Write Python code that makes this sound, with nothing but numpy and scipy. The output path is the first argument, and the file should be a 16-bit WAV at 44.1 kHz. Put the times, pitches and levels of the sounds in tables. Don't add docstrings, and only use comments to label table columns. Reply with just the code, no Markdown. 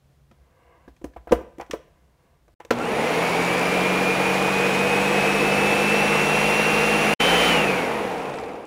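import sys
import numpy as np
from scipy import signal
from scipy.fft import rfft, irfft
from scipy.io import wavfile
from scipy.ndimage import uniform_filter1d

SR = 44100
rng = np.random.default_rng(int(sys.argv[2]) if len(sys.argv) > 2 else 0)


def boost(x):
    u = np.asarray(x, float) / 20
    return 10 ** u


def store_wav(level_fs):
    pcm = np.round(np.clip(np.atleast_2d(level_fs), -1, 1) * 32767)
    wavfile.write(sys.argv[1], SR, pcm.T.astype(np.int16))


N = 382193

# pitch_hz, relative level_db per Hz
FLOOR = [(20, -26), (40, -11), (65, -0.5), (85, -9.5), (105, -15), (150, -8.5), (190, -20), (700, -25.5),
         (1000, -30.5), (5000, -40.5), (16000, -47)]
# time_s, pitch_hz, relative level_db
HUM = [(0, 135, -61), (.28, 139.6, -57), (.36, 142, -72.5), (2.55, 152, -79)]
# pitch_hz, t60_s
KITCHEN = [(120, 0.45), (400, 0.42), (1000, 0.5), (2300, 0.55), (6060, 0.36)]
# start_s, bend_s, end_s, start_db, bend_db
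RUBS = [(0.332, 0.73, .93, -74, -57.5), (1.847, 1.87, 2.2, -66, -67), (2.181, 2.298, 2.42, -68, -67)]
# pitch_hz, relative level_db, t60_s
JAR_MODES = [(250, -10.5, 0.037), (341, -3, 0.067), (500, 2, 0.037), (692, -5.5, .06), (800, -21.5, .06),
             (990, -9.5, 0.077), (1150, -13, .05), (1600, -17.5, .04), (2080, -21, .05), (2780, -29, .04)]
# start_s, blow_db, blow pitch_hz, relative crack_db, relative thud_db
KNOCKS = [ (0.312, -47, 221, -72, -56), (.312, -48, 1280, -63, -70), (.878, -36.5, 277, -86, -43),
          (.878, -44, 1630, -83, -74), (0.964, -53, 2400, -66, -60), (1.015, -41, 345, -63.5, -46),
          (1.042, -22.5, 298, -42, -35), (1.135, -50, 1710, -73, -59), (1.163, -29, 730, -67.5, -39),
          (1.272, -28.5, 646, -64, -41), (1.292, -36, 1370, -69.5, -56.5), (1.311, -18, 344, -64, -58),
          (1.3197, -12, 910, -24.5, -50), (1.323, -5, 476, -44, -25), (1.3233, -14, 257, -61.5, -60.5),
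          (1.3273, -18, 501, -52, -50), (1.39, -31, 480, -70, -60), (1.409, -31, 384, -70, -62),
          (1.583, -32, 317, -49.5, -57), (1.598, -23, 756, -56.5, -48.5), (1.611, -49, 1600, -38.5, -57),
          (1.615, -27.5, 800, -59, -70), (1.663, -56, 2560, -58, -73), (1.698, -34, 303, -73, -56),
          (1.71, -33, 1870, -24.5, -59), (1.731, -31, 1190, -38, -70), (1.7357, -17.5, 440, -56, -45),
          (2.48, -46.5, 598, -62, -63), (2.6, -30.5, 840, -47, -71), (2.649, -40, 470, -42, -74),
          (2.7062, -9.5, 1360, -25, -54), (2.710, -11, 454, -31, -52)]
# pitch_hz, relative level_db per Hz
CRACK = [(300, -13), (1200, 3), (2000, 5), (3000, 0), (4800, -10), (5800, 0), (6800, -6.5), (8500, -11),
         (11000, -15.5), (16000, -23)]
# time_s, speed in turns a second
SPEED = [(2.707, 12), (2.8, 25.5), (2.9, 31.8), (3.0, 37.5), (3.1, 40.7), (3.2, 42.1), (3.32, 43.2),
         (3.55, 44.8), (3.8, 45.9), (4.83, 48.2), (5.01, 48.8), (6.31, 51.9), (6.69, 52.5), (7.13, 52.7),
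         (7.19, 59), (7.49, 59), (7.8, 42.9), (7.95, 36.5), (8.1, 30.8), (8.38, 20.8), (8.67, 11)]
# pitch_hz, starting level_db, t60_s
STARTING_HUM = [(120.7, -36, 0.5), (238.5, -25.5, 0.81)]
# pitch_hz, relative level_db per Hz
ROAR = [(15, -52), (25, -41), (102, -11), (134, -18), (195, -5), (249, -5), (394, -3.5), (476, -3),
        (591, -3.5), (734, -3.5), (1840, -12), (2550, -14), (4370, -21.5), (9840, -34.5), (16000, -38)]
# pitch_hz, width_hz at half the lift, lift_db
HOUSING = [(480, 22, 10.5), (804, 133, 3), (2390, 960, 7.5), (2650, 230, 1.5), (5760, 240, 4),
           (6840, 680, 4), (9790, 1350, 10), (12150, 610, 4.5)]
MULTIPLES = [1, 2, 3, 4, 5, 6, 7, 9, 10, 48, 52, 96, 108, 111, 162, 192, 52]
COASTING_DB = [0, 0, 3, 0, 3, 6, 0, 0, 0, 0, 1, -30, -20, -20, -20, -15, -25]
# relative level_db, best radiated pitch_hz, width_hz (12 dB down)
ORDERS_HEARD = [ (-45, 56.8, 9.2), (-57, 99, 76), (-32.5, 174, 41), (-32, 196, 58), (-17.5, 424, 101),
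                (-38, 225, 97), (-39, 336, 48), (-32.5, 489, 72), (-31.5, 485.5, 29), (-36, 2600, 450),
                (-26.5, 3200, 1160), (-39, 2780, 220), (-48, 4690, 360), (-48, 5900, 730),
                (-51.5, 8040, 560), (-48, 10000, 650), (-31.5, 1386, 64)]
# multiple of shaft speed, relative running_db, coasting_db
WHISTLES = [(240, -67, -74), (288, -56.5, -53.5), (384, -80, -58), (480, -90, -66), (576, -90, -74)]
# pitch_hz, gain_db
WHISTLE_RANGE = [(6500, -25), (7800, -1), (8800, 1), (9500, -4), (10200, -1), (11200, -6), (12400, 0),
                 (13500, -4), (15500, -3), (20000, -12)]
# pitch_hz, relative level_db per Hz
CHUNK = [(1000, -10), (2500, -3), (5000, -2), (6800, -4), (7800, 0), (8800, -12), (16000, -26)]
# pitch_hz, relative level_db per Hz
SLACK = [(200, -8), (600, 0), (2000, -9), (5000, -20), (8000, -30), (16000, -55)]
# start_s, end_s, first step down in step_db
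GAPS = [(2.542, 2.599, -22), (7.139, 7.198, -27)]

CRUISE = 49


def evened(x):
    return x / np.sqrt(np.mean(x ** 2) + 1e-20)


def read(points, hz):
    f, value = np.transpose(points)
    return np.interp(np.log(hz + 1), np.log(f + 1), value)


def add(mix, s, sound):
    part = mix[round(s * SR):][:len(sound)]
    part += sound[:len(part)]


def coloured(x, points):
    gain = boost(read(points, np.fft.rfftfreq(len(x), 1 / SR)))
    return evened(irfft(rfft(x) * gain, len(x)))


def drift(rate_hz):
    steps = rng.standard_normal(round(N / SR * 60) + 2)
    at = np.arange(N) / SR * np.clip(rate_hz, 1, 59)
    return evened(np.interp(at, np.arange(len(steps)), steps))


def room_air():
    s, hz, db = np.transpose(HUM)
    t = np.arange(N) / SR
    hum_db = np.interp(t, s, db) - 0.5 + 2.5 * drift(9)
    hum = boost(hum_db) * np.sin(2 * np.pi * np.cumsum(np.interp(t, s, hz)) / SR)
    air = coloured(rng.standard_normal(N), FLOOR)
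    return boost(-60 + 0.4 * drift(18)) * air + hum


def kitchen(x):
    echo_db = -16
    taps = np.zeros(SR // 2)
    at = np.arange(200, len(taps) - 20, 20)
    taps[at + rng.integers(0, 20, len(at))] = rng.choice([-1., 1.], len(at))
    hz, t, z = signal.stft(taps, SR, nperseg=256)
    decay = boost(-60 * t / read(KITCHEN, hz)[:, None])
    tail = signal.istft(z * decay, SR, nperseg=256)[1]
    return boost(echo_db) * signal.fftconvolve(x, tail / np.linalg.norm(tail))[:N]


def rub(start, bend, end, start_db, bend_db):
    tilt_db = 4
    t = np.arange(start, end, 1 / SR)
    hz = np.fft.rfftfreq(len(t), 1 / SR)
    body = sum(boost(db + tilt_db * np.log2(f / 500)) / np.hypot(1, (hz - f) / (0.06 * f)) ** 2
               for f, db, _ in JAR_MODES)
    noise = evened(irfft(rfft(rng.standard_normal(len(t))) * body, len(t)))
    level_db = np.interp(t, [start, bend, end], [start_db, bend_db, bend_db - 6])
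    return boost(level_db) * noise * signal.windows.tukey(len(t), .15)


def knock(row, luck):
    s, blow_db, blow_hz, crack_db, thud_db = row
    t60 = 0.049 * (500 / blow_hz) ** 0.51
    t = np.arange(len(luck)) / SR
    rise = 1 - np.exp(-t / 0.0014)
    blow = np.sin(2 * np.pi * blow_hz * t) * boost(-60 * t / max(t60, .01))
    ring = np.zeros(len(t))
    for hz, db, decay in JAR_MODES:
        mode_db = db - 0.5 - 4.5 * abs(np.log2(hz / blow_hz))
        ring += boost(mode_db - 60 * t / decay) * np.sin(2 * np.pi * hz * t)
    rattle_shape = [(blow_hz / 3, -25), (blow_hz, 0), (blow_hz * 3.04, -10), (blow_hz * 7, -35)]
    rattle = coloured(luck, rattle_shape) * boost(-15.0 - 60 * t / 0.11)
    snap = boost(crack_db + 3.5 - 60 * t / 0.02)
    settling = boost(crack_db - 25.5 - 60 * t / 0.24)
    crack = coloured(luck, CRACK) * (snap + settling)
    scuff = 1 - np.exp(-(t / 0.00082) ** 2)
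    thud = np.sin(2 * np.pi * 62 * t) * (1 - np.exp(-t / 0.014)) * boost(thud_db + 5.5 - 60 * t / 0.2)
    return rise * boost(blow_db) * (blow + ring + rattle) + scuff * crack + thud


def slack(speed, coasting):
    best_speed, width, t60_s = 25, 10, .045
    turn = np.cumsum(speed) // SR
    size_db = 3 * rng.standard_normal(int(turn[-1]) + 1)[turn.astype(int)]
    level_db = -30 + size_db - 12 * ((speed - best_speed) / width) ** 2
    clacks = (np.diff(turn, prepend=0) > 0) * coasting * boost(level_db)
    dying = signal.lfilter([1], [1, -boost(-60 / (t60_s * SR))], clacks)
    burst = dying * rng.standard_normal(N)
    return coloured(burst, SLACK) * np.std(burst)


def chunks(level_db):
    hits = (rng.random(N) < 70 / SR) * boost(3.5 * np.minimum(rng.exponential(1, N), 3))
    dying = signal.lfilter([1], [1, -np.exp(-1 / (0.00092 * SR))], hits)
    tick = rng.standard_normal(N) * dying
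    return boost(level_db) * coloured(tick, CHUNK)


def roar(load):
    frames, hz = N // 256 + 5, np.fft.rfftfreq(1024, 1 / SR)[:, None]
    a, b, patches = rng.standard_normal((frames, 513, 3)).T
    patches = evened(uniform_filter1d(uniform_filter1d(patches, 10, 0), 8, 1))
    churn_db, rattle_db, hiss_db = (np.interp(np.arange(frames) * 256, np.arange(N), c) for c in load)
    above_churn = 1 / (1 + (1300 / (hz + 1)) ** 5)
    above_rattle = 1 / (1 + (3600 / (hz + 1)) ** 8)
    shape_db = read(ROAR, hz) + sum(db / (1 + (2 * (hz - f) / w) ** 2) for f, w, db in HOUSING)
    db = shape_db + (above_churn - above_rattle) * rattle_db + above_rattle * hiss_db
    spectra = (a + 1j * b) * boost(db + 0.55 * patches)
    noise = signal.istft(spectra, nperseg=1024, noverlap=768)[1][:N]
    return boost(load[0] + 2.5 + 0.11 * drift(30)) * evened(noise)


def tones(speed, strength_db, coasting):
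    shake, flutter_db, echo_db = .0008, .9, -1
    turns = np.cumsum(speed * (1 + shake * drift(45))) / SR
    out = np.zeros(N)
    for k, coast_db, (db, best_hz, width_hz) in zip(MULTIPLES, COASTING_DB, ORDERS_HEARD):
        off = (k * speed - best_hz) / width_hz
        level_db = db + coast_db * coasting + strength_db - 12 * off ** 2 + flutter_db * drift(20)
        out += boost(level_db) * np.sin(2 * np.pi * k * turns)
    fading_db = 14 * np.log10(speed / speed.max())
    for k, run_db, coast_db in WHISTLES:
        level_db = run_db + (coast_db + fading_db - run_db) * coasting
        level_db = level_db + read(WHISTLE_RANGE, k * speed) + 1.5 * drift(20)
        below_nyquist = k * speed < SR / 2
        out += boost(level_db) * below_nyquist * np.sin(2 * np.pi * k * turns)
    return out + boost(echo_db) * kitchen(out)


def blender():
    switch_off_s = 7.49
    t = np.arange(N) / SR
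    speed = np.interp(t, *np.transpose(SPEED))
    since = np.maximum(t - SPEED[0][0], 0)
    coasting = np.clip((t - switch_off_s) / .1, 0, 1)
    doublings = np.log2(speed / CRUISE)
    churn_db = -24.5 + 6.5 * doublings + 3.5 * np.exp(-since / 0.57)
    rattle_db = np.maximum(0.33 * (speed - CRUISE), -14.5)
    hiss_db = np.maximum(0.32 * (speed - CRUISE) - 2 * coasting, -17)
    strength_db = 4 + coasting * 6.5 * np.log2(speed / speed.max())
    chunks_db = -48 - 3 * np.clip(t - 4.4, 0, 2) + 6 * np.minimum(doublings, 0)
    hum = sum(boost(db - 60 * since / t60) * np.sin(2 * np.pi * hz * t) for hz, db, t60 in STARTING_HUM)
    motor = roar([churn_db, rattle_db, hiss_db]) + tones(speed, strength_db, coasting) + hum
    switched_on = np.clip(since / 0.0034, 0, 1)
    return switched_on * (motor + chunks(chunks_db) + slack(speed, coasting))


def scene():
    hits = np.zeros(N)
    for row, luck in zip(KNOCKS, rng.standard_normal((len(KNOCKS), 16384))):
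        add(hits, row[0], knock(row, luck))
    for row in RUBS:
        add(hits, row[0], rub(*row))
    return (hits + kitchen(hits) + blender() + room_air())[None]


def top_cut(x):
    return signal.sosfilt(signal.butter(12, 16470, fs=SR, output="sos"), x)


def record(dry):
    t, gain_db = np.arange(N) / SR, np.zeros(N)
    hold_s, sink_s = 0.0071, .005
    for start, end, step_db in GAPS:
        deep_db = step_db - 58
        at_s = [start, start + 0.00043, start + hold_s, start + hold_s + sink_s,
                end - 0.0075, end - .005, end + 0.0051]
        gain_db += np.interp(t, at_s, [0, step_db, step_db, deep_db, deep_db, step_db - 9, 0])
    low_pass = signal.firwin(511, 15780, window=("kaiser", 9), fs=SR)
    mix = signal.oaconvolve(dry * boost(gain_db), low_pass[None], "same")
    return top_cut(mix)


dry = scene()
out = record(dry)
store_wav(out)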